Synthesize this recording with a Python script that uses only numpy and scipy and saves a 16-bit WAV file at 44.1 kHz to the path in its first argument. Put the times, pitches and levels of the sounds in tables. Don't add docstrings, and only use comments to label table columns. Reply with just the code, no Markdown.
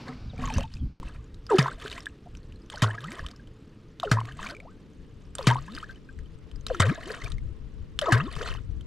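import sys
import numpy as np
from scipy import signal
from scipy.io import wavfile
from scipy.ndimage import uniform_filter1d

SR = 44100
rng = np.random.default_rng(int(sys.argv[2]) if len(sys.argv) > 2 else 0)


def attenuation_scalar(level_db):
    decades = np.asarray(level_db, float) / 20
    return 10 ** decades


def wav_record(signal):
    frames = np.transpose(np.atleast_2d(signal))
    bounded = np.clip(frames, -1, 1)
    quanta = np.round(bounded * 32767).astype(np.int16)
    wavfile.write(sys.argv[1], SR, quanta)


N = 390726
T = np.arange(N) / SR
SLOW = T[::64]
CHANGE_S = 1.0

# [t/s, peak level/dB, spray/dB, gurgle/dB, churn/s]
PINCHES = [
    (1.583, -11, -19, -27, 0.15),
    (2.8198, -9, -22, -28, 0.13),
    (4.1133, -8.5, -31, -25.5, 0.088),
    (5.469, -7, -20.5, -26, 0.12),
    (6.7975, -15, -19.5, -26, 0.12),
    (8.121, -14.5, -17, -24.5, 0.14),
]
# [f/Hz, level per Hz/dB]
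FIZZ_SPECTRUM = [(880, -5.5), (1500, 4.5), (2200, -10.5), (2640, -2.5), (5830, -7.5), (7900, -8.5),
                 (15500, -31)]


def evened(x):
    return x / np.sqrt(np.mean(x ** 2) + 1e-20)


def coloured(x, points):
    f_hz, db = np.transpose(points)
    grid_hz = np.fft.rfftfreq(8192, 1 / SR)
    log_gain = np.interp(np.log(grid_hz + 1), np.log(f_hz), db) * np.log(10) / 20
    circle = np.r_[log_gain, log_gain[-2:0:-1]]
    taps = np.fft.ifft(np.exp(np.conj(signal.hilbert(circle)))).real[:4096]
    return signal.oaconvolve(x, taps / np.linalg.norm(taps))[:len(x)]


def noise_of(points):
    return coloured(rng.standard_normal(N), points)


def add(mix, s, sound):
    part = mix[round(s * SR):][:len(sound)]
    part += sound[:len(part)]


def lumps(seconds):
    size = max(int(seconds * SR), 1)
    return evened(uniform_filter1d(uniform_filter1d(rng.standard_normal(N), size), size))


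def bump(peak_s, rise_s, fall_s):
    width_s = np.where(SLOW < peak_s, rise_s, fall_s)
    return np.exp(-((SLOW - peak_s) / width_s) ** 2 * 2)


def ring(hz0, hz1, seconds, rise=0.38):
    u = np.arange(int(3 * seconds * SR) + 8) / (seconds * SR)
    hz = hz0 + (hz1 - hz0) * np.minimum(u, 1.5)
    return np.sin(2 * np.pi * np.cumsum(hz) / SR) * (u / rise) * np.exp(1 - u / rise)


def swarm(per_s, lo_hz, hi_hz, cycles, spread_db, glide=1.09):
    out = np.zeros(N)
    for hz in np.geomspace(lo_hz, hi_hz, num=20):
        at, size = rng.random((2, 4000))
        used = np.arange(4000) < per_s / 20 * N / SR
        level = attenuation_scalar(-spread_db * np.log(size + 0.0024))
        train = np.bincount((at * N).astype(int), used * level, N)
        bubble = ring(hz, glide * hz, cycles / hz, rise=0.6)
        out += signal.oaconvolve(train, bubble)[:N] * np.sqrt(hz)
    return evened(out)


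def shaft(start_s, top_hz, low_hz, loudest_s, db):
    sink_s, swell_db, hum_db = 0.0254, -13, -12.5
    fade_db_per_s, hum_fade_db_per_s = -600, -150
    pinch_s = min(row[0] for row in PINCHES if row[0] > start_s)
    t = np.arange(0, pinch_s - start_s, 1 / SR)
    pitch_hz = low_hz + (top_hz - low_hz) * np.exp(-t / sink_s)
    after_s = t - loudest_s
    before_db = swell_db * (1 - t / loudest_s)
    after_db = np.maximum(fade_db_per_s * after_s, hum_db + hum_fade_db_per_s * after_s)
    return start_s, t, pitch_hz, db + np.where(t < loudest_s, before_db, after_db)


def plop(broken, start_s, low_hz, db, dying_db_per_s, length_s, last_hz, sing_db, lateness, loudest):
    t = np.arange(0, length_s, 1 / SR)
    share = t / length_s
    squeeze = np.exp(-t / 0.0041)
    pitch_hz = low_hz * (1 + 0.97 * squeeze) * (last_hz / low_hz) ** (share ** lateness)
    ragged_db = length_s * broken[round(start_s * SR):][:len(t)]
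    sing = attenuation_scalar(sing_db + ragged_db) * np.exp(-((share - loudest) / 0.21) ** 2)
    thump = attenuation_scalar(db + dying_db_per_s * t + 9.5 * squeeze)
    return start_s, t, pitch_hz, 20 * np.log10(thump + sing)


def holes():
    # [t/s, top f/Hz, bottom f/Hz, loudest after/s, level/dB]
    shaft_rows = [
        (1.504, 570, 355, 0.047, -13.5),
        (2.735, 974, 530, 0.0027, -43.5),
        (4.031, 756, 461, 0.0041, -27),
        (4.048, 522, 377, 0.026, -31),
        (5.388, 624, 400, 0.006, -30),
        (6.699, 697, 335, 0.0063, -22),
        (8.015, 665, 483, 0.009, -26.5),
        (8.07, 530, 246, 0.057, -25),
    ]
    # [t/s, lowest f/Hz, level/dB, decay/(dB/s)]
    plop_rows = [
        (1.587, 133.6, -14, -320),
        (2.824, 107.8, -16.5, -190),
        (4.115, 109.5, -17, -150),
        (5.472, 121.1, -13.5, -200),
        (6.8, 91.7, -17, -170),
        (8.124, 110, -21.5, -106),
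    ]
    # [length/s, last f/Hz, level/dB, lateness of climb, loudest at share]
    refill_rows = [
        (0.15, 280, -52, 8.7, 0.89),
        (.33, 540, -41, 4.6, 0.79),
        (0.53, 820, -49.5, 2.5, 0.7),
        (0.3, 330, -44, 2.5, .88),
        (.128, 393, -23.5, 3.9, 0.7),
        (.162, 440, -22.5, 2.3, 0.12),
    ]
    shake = lumps(0.0036)
    broken_db = 3 * lumps(0.0062)
    notes = [shaft(*row) for row in shaft_rows]
    notes += [plop(broken_db, *pinched, *refill) for pinched, refill in zip(plop_rows, refill_rows)]
    out = np.zeros(N)
    for s, t, pitch_hz, db in notes:
        jolt = shake[round(s * SR):][:len(t)]
        turn = 2 * np.pi * np.cumsum(pitch_hz * (1 + 0.044 * jolt[::-1])) / SR
        edge = np.minimum(1, np.minimum(t, t[-1] - t) / 0.0042)
        note = np.sin(turn - 2.8) + attenuation_scalar(-22) * np.sin(2 * turn)
        level_db = db + 3.5 * jolt * np.minimum(pitch_hz / 500, 1) ** 2
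        add(out, s, np.sqrt(2) * attenuation_scalar(level_db) * edge * note)
    return out


def cracks():
    # [f/Hz, level per Hz/dB]
    snap_spectrum = [(290, -22), (500, -17), (748, -12.5), (1620, -9), (4500, -12.5), (8120, -19),
                     (15500, -43)]
    out, t = np.zeros(N), np.arange(4000) / SR
    shape = np.minimum(t / 0.0024, 1) * (np.exp(-t / 0.0012) + 0.5 * np.exp(-t / 0.012))
    for s, db, *_ in PINCHES:
        add(out, s, attenuation_scalar(db - 9.0) * shape * rng.standard_normal(4000))
    return coloured(out, snap_spectrum)


def thrown():
    # [t/s, spray/dB, gurgle/dB]
    plunge_rows = [
        (1.486, -45, -40),
        (2.702, -51.5, -51),
        (4.0, -52.5, -55),
        (5.357, -49.5, -53),
        (6.67, -48, -54),
        (8.011, -45.5, -38.5),
    ]
    # [peak t/s, rise/s, fall/s, spray/dB, gurgle/dB]
    shower_rows = [(0.084, 0.03, 0.066, -55.5, -44.5), (0.429, 0.072, 0.059, -58, -46),
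                   (1.039, 0.026, 0.22, -59, -56), (4.3, 0.14, 0.038, -55, -50.5),
                   (6.9, 0.012, 0.1, -48, -43), (0.559, 0.16, 0.062, -43, -49),
                   (0.628, 0.041, 0.048, -51.5, -55), (.76, 0.14, 0.042, -57.5, -71),
                   (1.87, 0.12, 0.23, -48, -49.5), (3.159, 0.23, 0.18, -52.5, -48.5),
                   (4.47, 0.11, 0.081, -45, -44.5), (5.79, 0.18, 0.2, -53.5, -55.5),
                   (7.02, 0.068, 0.25, -49.5, -49), (7.239, 0.21, 0.083, -46.5, -48),
                   (8.447, 0.16, 0.13, -42.5, -40.5)]
    fizz, gurgle = np.zeros(N), np.zeros(N)
    for (s, db, low_db), (pinch_s, _, burst_db, churn_db, churn_s) in zip(plunge_rows, PINCHES):
        plunge = np.clip((T - s) / 0.023, 0, 1) * (T < pinch_s)
        t = np.maximum(T - pinch_s, 0)
        rise = np.minimum(t / 0.0022, 1)
        burst = rise * (np.exp(-t / 0.0085) + attenuation_scalar(-19) * np.exp(-t / 0.058))
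        churn = rise * np.exp(-2 * t / churn_s - (t / churn_s) ** 2)
        fizz += attenuation_scalar(db) * plunge + attenuation_scalar(burst_db) * burst
        gurgle += attenuation_scalar(low_db) * plunge + attenuation_scalar(churn_db) * churn
    for peak_s, rise_s, fall_s, db, low_db in shower_rows:
        shape = np.interp(T, SLOW, bump(peak_s, rise_s, fall_s))
        fizz += attenuation_scalar(db) * shape
        gurgle += attenuation_scalar(low_db) * shape
    return fizz, gurgle


def spray():
    fizz, gurgle = thrown()
    clumps = attenuation_scalar(3.76 * lumps(0.01))
    mist = swarm(4000, 1710, 16060, 2.4, 5.0) + 0.3 * rng.standard_normal(N)
    mist += 0.7 * swarm(800, 1900, 4305, 7.5, 3.9, 1.07)
    fine = evened(clumps * coloured(mist, FIZZ_SPECTRUM))
    coarse = swarm(900, 860, 1900, 6.5, 4.2, 1.13) + 0.5 * swarm(400, 320, 700, 6.3, 2.46)
    return attenuation_scalar(-0.5) * fizz * fine + attenuation_scalar(1.5) * gurgle * evened(np.sqrt(clumps) * coarse)


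def bubbles():
    # [t/s,
    # level/dB, start f/Hz, end f/Hz, length/ms]
    glide_rows = [(0.423, -47, 850, 1130, 7), (0.561, -47, 1620, 1600, 5), (0.54, -50, 2600, 2900, 22),
                  (0.79, -72, 3380, 3180, 30), (0.296, -65, 4050, 3140, 25), (0.478, -44, 1127, 924, 18.5),
                  (0.505, -40.5, 790, 890, 8.9), (0.563, -27.5, 111, 55, 23), (0.584, -40.5, 550, 550, 17.5),
                  (8.203, -40, 2500, 2780, 6), (3.335, -62, 1000, 1450, 11), (3.397, -62, 1600, 1610, 9),
                  (1.85, -46.5, 380, 427, 11), (3.037, -51.5, 1070, 1390, 19), (4.032, -37, 1340, 864, 3.3),
                  (4.393, -44.5, 1145, 990, 7), (4.645, -59.5, 435, 1180, 45), (1.574, -43, 1700, 1740, 3),
                  (1.68, -44, 1000, 1230, 12), (0.334, -55.5, 626, 494, 14), (0.601, -55, 2850, 2680, 27),
                  (5.507, -32, 880, 960, 16), (5.556, -36, 895, 1030, 11.3), (5.679, -52.5, 880, 1150, 16),
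                  (5.777, -36.5, 1810, 1490, 3.1), (5.83, -41, 1144, 1530, 9.7),
                  (6.834, -40, 588, 469, 28.3), (7.104, -40, 518, 418, 12.6), (8.084, -37, 633, 706, 13),
                  (8.122, -28, 1800, 1450, 7.9), (8.203, -29.5, 1370, 1710, 2), (8.398, -49, 340, 562, 38),
                  (7.053, -49, 263, 478, 54),
                  (0.567, -51, 1610.0, 1740, 4.0), (0.61, -41.5, 1000, 740, 4.9),
                  (1.494, -42.2, 1390, 1220, 12.6), (1.514, -31.5, 1030, 830, 22),
                  (1.641, -46, 1310.0, 1340.0, 8.1), (1.979, -44.5, 1920.0, 1990, 3.4),
                  (2.743, -51, 564, 590, 9.9), (2.836, -34, 1320, 1393, 6.9), (2.845, -31, 990, 1080, 1.2),
                  (3.087, -45, 1920, 1830, 0.97), (4.075, -45.0, 1570, 1360, 6.8),
                  (4.173, -33.5, 1004, 970.0, 5.1), (4.281, -55, 1180.0, 1160.0, 8.4),
                  (4.432, -45, 1830.0, 1640.0, 1.2), (4.462, -43.5, 1010.0, 1100.0, 4.0),
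                  (4.462, -43.9, 1350, 1460.0, 2.2), (4.519, -51, 560.0, 585, 13),
                  (5.392, -43.5, 1040, 960, 4.0), (5.472, -29.5, 1067, 1020, 1.9),
                  (6.707, -30.8, 632, 517, 4.3), (6.822, -41, 2000.0, 1810.0, 7.6),
                  (6.827, -39, 2190, 2290, 2.2), (6.898, -43.5, 2480, 2320, 4.5),
                  (6.911, -45, 1280, 1330, 7.6), (6.979, -52.5, 930.0, 1030.0, 10),
                  (6.979, -45, 603, 660, 8.1), (7.033, -49, 1940.0, 1960.0, 2.2),
                  (7.141, -47.5, 1390, 1470, 15), (7.185, -50, 1270.0, 1080.0, 5.9),
                  (7.221, -47, 2080, 2000.0, 2.5), (7.262, -43, 2370.0, 2350, 1.9),
                  (8.065, -39, 1290.0, 1270, 13.7), (8.085, -38, 1134, 970.0, 17),
                  (8.133, -48, 2150, 2370, 17.8), (8.15, -30, 1570.0, 1610.0, 2.2),
                  (8.16, -38, 1080.0, 950.0, 6.2), (8.197, -42, 960, 1243, 15),
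                  (8.528, -49, 1810.0, 1850.0, 2.2), (8.536, -54, 1010.0, 1080, 7.4)]
    # [t/s, level/dB, f/Hz, length/ms]
    steady_rows = [(0.437, -42, 1090, 17), (0.641, -48.5, 877, 13), (1.031, -46, 1005, 3),
                   (1.587, -25.5, 1250, 1.1), (1.661, -30, 990, 5.0), (1.862, -40.5, 1500, 2.9),
                   (1.98, -48, 1016, 5.3), (2.069, -42, 1660, 2.3), (2.262, -60, 704, 15),
                   (2.775, -37.5, 1470, 2.2), (2.836, -39.5, 1390, 21), (2.865, -38, 1450, 2.6),
                   (2.981, -38.5, 1637, 3.4), (3.085, -42, 1910, 1.7), (3.195, -40.5, 1720, 2.3),
                   (4.187, -29, 1030, 3.0), (4.215, -38, 1000, 3.1), (4.446, -41.5, 1410, 5.1),
                   (4.503, -44.5, 1510, 4.0), (5.503, -37, 1560, 7), (5.584, -39.5, 1130, 4.0),
                   (5.894, -54.5, 1545, 18), (6.091, -54.5, 1550, 9.8), (6.749, -33.5, 1350, 2.1),
                   (6.809, -40, 1414, 31), (6.841, -29.5, 1490, 1.7), (6.899, -32, 1390, 0.63),
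                   (7.103, -41.5, 1516, 4.8), (8.06, -40.5, 970, 12), (8.281, -45.5, 1070, 8.2),
                   (0.084, -43.5, 1570, 1.3), (0.442, -52, 1650, 1.2), (0.585, -37, 970.0, 1.4),
                (1.587, -26.2, 830, 1.2), (2.896, -40, 880.0, 1.3), (4.118, -39, 2020, 1),
                (4.118, -31, 1500, 1.3), (4.29, -45.6, 1580, 1.2), (4.313, -43.5, 1590.0, 1.2),
                (4.469, -39, 2300, 1.2), (4.604, -48, 2250, 1.2), (5.412, -43.0, 990.0, 1.2),
                (5.494, -31, 1530.0, 1.2), (5.682, -47, 1640, 1.3), (6.703, -44.5, 1460, 1.1),
                (6.805, -27, 1040, 1.2), (6.829, -25, 1420.0, 1.1), (8.021, -43, 1360.0, 1.2),
                (8.185, -31, 1340.0, 1.2), (8.367, -45, 1110, 1.2), (8.414, -38.0, 1420.0, 1.2),
                (8.463, -35.5, 1390, 1.1), (8.552, -47, 1000, 1.4)]
    rows = glide_rows
    rows = rows + [(s, db, hz, 1.02 * hz, ms) for s, db, hz, ms in steady_rows]
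    out = np.zeros(N)
    for s, db, hz0, hz1, ms in rows:
        add(out, s - 0.002, attenuation_scalar(db + 11.0) * ring(hz0, hz1, (ms + 1.6) / 1000))
    return out * attenuation_scalar(4.01 * lumps(0.0024))


def drops(rows, tick_db, ring_db, ring_s):
    tick, ping, t = np.zeros(N), np.zeros(N), np.arange(900) / SR
    shape = np.minimum(t / 0.0007, 1) * (np.exp(-t / 0.0016) + 0.08 * np.exp(-t / 0.0082))
    for s, db, hz in rows:
        add(tick, s, attenuation_scalar(db + tick_db) * rng.standard_normal(900) * shape)
        add(ping, s, attenuation_scalar(db + ring_db) * ring(hz, 1.006 * hz, ring_s, rise=0.32))
    return coloured(tick, FIZZ_SPECTRUM) + ping


def droplets():
    # [t/s, peak level/dB, f/Hz]
    splash_rows = [(0.082, -36, 4200), (0.539, -25, 5760), (0.582, -23.5, 6140), (1.627, -25, 5460),
                   (2.7, -27.5, 3280), (2.759, -31.5, 4320), (2.841, -20, 3120), (3.999, -24, 3700),
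                   (4.033, -29.5, 3700), (5.352, -25.5, 7340), (5.428, -30.5, 4660), (5.502, -19.5, 3130),
                   (6.748, -34.5, 6000), (6.82, -13.5, 3140), (6.891, -30, 2500), (6.899, -36, 2250),
                   (7.99, -11, 3290), (8.014, -19, 3170),
                   (0.739, -35, 5030), (1.344, -40, 3860), (1.927, -26.5, 2860), (1.979, -30, 2400),
                 (2.005, -33.5, 5300), (2.058, -29.5, 3460), (2.351, -37, 2630), (2.371, -40, 5840),
                 (2.431, -49, 4200), (2.523, -43, 2820), (3.006, -35.5, 3580), (3.042, -29.5, 3130),
                 (3.264, -26, 3140), (3.286, -34.5, 3500), (3.313, -34.5, 4640), (3.362, -42, 5200),
                 (3.473, -44, 3130), (4.601, -39.5, 2320), (5.721, -36.5, 3900), (5.75, -27.5, 4700),
                 (5.765, -30.5, 3100), (5.785, -31, 4230), (6.189, -39.5, 1860), (6.514, -39.5, 3200),
                 (7.117, -29, 4610), (7.319, -28.5, 3830), (8.539, -32, 2920), (8.81, -39, 3160),
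                   (0.417, -36, 2400), (4.498, -32, 4100), (0.475, -30, 2180), (0.607, -27, 2800),
                   (1.466, -33.5, 5000), (1.7995, -35, 3400), (1.8794, -28, 3220), (1.899, -32, 3900),
                   (2.9535, -43, 2930), (3.1183, -26, 2160), (3.1396, -42, 2030), (4.2033, -30.5, 2890),
                   (4.2538, -33, 2090), (4.2994, -52, 2940), (4.3216, -36.5, 2940), (4.4275, -34, 3150),
                   (4.4882, -31, 2430), (5.512, -22, 3180), (5.5456, -31, 2220), (5.5667, -36, 3100),
                   (8.1782, -30, 2680), (8.3534, -31, 3210), (8.4838, -36, 2560),
                   (1.086, -46, 8420.0), (1.243, -51, 6910.0), (1.502, -33, 7540), (1.728, -42, 8140),
                  (1.785, -54, 8250.0), (1.961, -52, 8030.0), (1.992, -45.4, 7300.0), (2.057, -36.5, 8200),
                  (2.087, -46.5, 7820.0), (2.47, -57, 5580.0), (2.661, -51.0, 6070.0), (2.702, -35, 8250),
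                  (2.902, -40, 8230.0), (3.106, -37.5, 7800.0), (4.351, -55, 7640.0), (4.934, -55, 6420.0),
                  (5.221, -57, 6420.0), (5.253, -53, 5400.0), (5.353, -25, 8640), (5.384, -21.5, 3490.0),
                  (5.449, -47, 8660.0), (5.664, -48, 6750), (6.128, -55, 7600.0), (6.387, -56.5, 7820.0),
                  (6.559, -41.5, 4950.0), (6.61, -45.1, 6300), (6.666, -18, 3920), (7.302, -40, 8700),
                  (7.341, -55, 6850.0), (8.363, -40, 8300)]
    # [t/s, peak level/dB, f/Hz]
    drip_rows = [(0.3785, -40, 2330), (0.4374, -47, 2920), (0.7682, -44, 2580), (5.958, -48, 3000),
                 (1.1594, -54, 1820), (2.0577, -45, 1770), (2.5585, -51.5, 4150), (2.6184, -55, 4990),
                 (2.9093, -38, 3020), (4.5486, -38, 2340), (4.566, -38, 2310), (6.088, -54, 2500),
                 (6.2585, -52, 3060), (7.382, -39.5, 2110), (4.503, -42, 3350), (8.5704, -42, 2970)]
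    sharp = drops(splash_rows, -8.5, -3.5, ring_s=0.0015)
    return sharp + drops(drip_rows, -9, -2.0, ring_s=0.0045)


def hull(x):
    t = np.arange(4000) / SR
    sparse = rng.choice([-1., 1.], 4000) * (rng.random(4000) < 0.05)
    taps = sparse * attenuation_scalar(-60 * t / 0.035) * (t > 0.0015)
    return signal.oaconvolve(x, taps / np.linalg.norm(taps))[:N]


def knocks():
    # [t/s, level/dB]
    knock_rows = [
        (0.084, -33.5),
        (0.329, -42),
        (0.386, -32.5),
        (0.518, -35),
    ]
    # [f/Hz, level/dB, t60/s]
    modes = [(138.4, -1.5, 0.28), (252, -0.5, 0.4), (456, -9, 0.23), (748, -6.5, 0.13)]
    out, t = np.zeros(N), np.arange(SR // 2) / SR
    body = sum(attenuation_scalar(db - 60 * t / t60_s) * np.sin(2 * np.pi * hz * t) for hz, db, t60_s in modes)
    for s, db in knock_rows:
        add(out, s, attenuation_scalar(db) * np.minimum(t / 0.0075, 1) * body)
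    return out


def wind():
    # [t/s, buffet/dB]
    breeze_points = [(0, -46), (.7, -41), (.92, -46), (.985, -73), (1.01, -31), (1.7, -49.5), (2.4, -41),
                     (3.05, -48.5), (3.9, -53.5), (4.3, -44), (4.9, -49.5), (5.9, -38), (6.06, -52),
                     (6.6, -41), (7.1, -44), (7.8, -40), (8.86, -37)]
    # [peak t/s, buffet/dB, half length/s]
    gust_rows = [(0.41, -36.5, 0.12), (0.598, -27, 0.072), (0.837, -28.5, 0.053), (0.757, -34, 0.018),
                 (1.059, -32, 0.027), (3.24, -41, 0.06), (4.993, -42, 0.052), (6.197, -39, 0.065),
                 (7.249, -26.5, 0.024), (7.34, -31.5, 0.058), (6.68, -47, 0.092), (8.365, -29, 0.018),
                 (7.449, -30, 0.054), (8.46, -44.5, 0.2), (8.725, -32, 0.068)]
    # [f/Hz, level per Hz/dB]
    buffet_spectrum = [(15, -6.5), (30, 2), (70, -2), (150, -14.5), (300, -45), (900, -83)]
    # [f/Hz, level per Hz/dB]
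    flutter_spectrum = [(40, -12.5), (90, 2), (250, -5.5), (500, -41), (1200, -69)]
    force = attenuation_scalar(np.interp(SLOW, *np.transpose(breeze_points)))
    for s, top_db, half_s in gust_rows:
        force = force + attenuation_scalar(top_db) * bump(s, half_s, half_s)
    db = np.interp(T, SLOW, 20 * np.log10(force))
    lumpy = attenuation_scalar(3.56 * lumps(0.045))
    buffet = evened(noise_of(buffet_spectrum) * lumpy) * attenuation_scalar(db - 1.9)
    flutter_db = 1.15 * (db + 34.5) - 56.5 + 16.2 * (T < CHANGE_S)
    return buffet + evened(noise_of(flutter_spectrum) * lumpy) * attenuation_scalar(flutter_db)


def river():
    # [f/Hz, level per Hz/dB]
    water_spectrum = [(59, -40.5), (100, 2), (313, -4.5), (399, -12), (433, -9), (707, -25.5),
                      (1080, -24.5), (2260, -29.5), (2940, -28.5), (4990, -36.5), (13800, -56)]
    # [f/Hz, level per Hz/dB]
    bank_spectrum = [(400, -2.5), (750, -0.5), (1500, -3), (1900, -14), (2300, -4.5), (3300, -11),
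                     (4800, -7.5), (11000, -43)]
    # [t/s, level over river/dB]
    lift_points = [(0, 5.5), (.12, -0.5), (.3, -3.5), (.7, -12), (.9, -11.5), (.999, -29), (1.0, 5),
                   (1.12, -2.5), (1.3, -2.2)]
    lift_db = np.interp(T, *np.transpose(lift_points)) + lumps(0.0074)
    bank = (T < CHANGE_S) * attenuation_scalar(-5.0) * noise_of(bank_spectrum)
    water = evened(noise_of(sorted(water_spectrum + [(15200, -90)])))
    return attenuation_scalar(-49.5 + lift_db) * (water + bank)


def ripples():
    return attenuation_scalar(-76) * swarm(60, 953, 1867, 13.0, 0.83) + attenuation_scalar(-81.0) * swarm(90, 3500, 8030, 5.5, 0.85)


def hum():
    # [f/Hz, level/dB]
    lines = [(436.0, -65), (500.6, -73.5)]
    out = np.zeros(N)
    for hz, db in lines:
        level = attenuation_scalar(db + 2 + 0.83 * lumps(0.08))
        out += level * np.sin(2 * np.pi * np.cumsum(hz + 3.97 * lumps(0.062)) / SR)
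    return out


def scene():
    # [t/s, side of scene/dB, side of wind/dB]
    width_points = [(0, -58, -83), (3.4, -48, -45), (3.9, -20, -21), (5, -10.5, -12), (6.5, -6.5, -6.5),
                    (8.86, -4.5, -4)]
    second_place = T > CHANGE_S
    deep = holes() + knocks()
    bright = bubbles() + cracks() + droplets() + spray() + ripples() * second_place
    gust = wind()
    mid = deep + bright + attenuation_scalar(-10.0) * hull(bright) + river() + gust + hum() * second_place

    s, scene_db, wind_db = np.transpose(width_points)
    late = -1.16 * np.gradient(uniform_filter1d(bright, size=2))
    spread = 0.32 * deep + 0.2 * bright + 0.4 * hull(bright) + late + river()
    side = attenuation_scalar(np.interp(T, s, scene_db)) * spread
    side += attenuation_scalar(np.interp(T, s, wind_db) + 0.5) * (gust + 0.76 * wind())
    highpass = signal.firwin(255, 11400, pass_zero=False, fs=SR)
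    airy = signal.oaconvolve(mid, highpass, "same")
    side += attenuation_scalar(2.5) * airy * lumps(0.0015)
    return np.array([mid + side, mid - side])


def top_cut(x):
    return signal.sosfilt(signal.butter(12, 16510, fs=SR, output="sos"), x)


def record(dry):
    step = -0.025 * (T > CHANGE_S) * np.exp(-np.maximum(T - CHANGE_S, 0) / 0.014)
    lowpass = signal.firwin(127, 15700, fs=SR)
    return top_cut(signal.oaconvolve(np.tanh(dry + step), lowpass[None], "same"))


dry = scene()
out = record(dry)
wav_record(out)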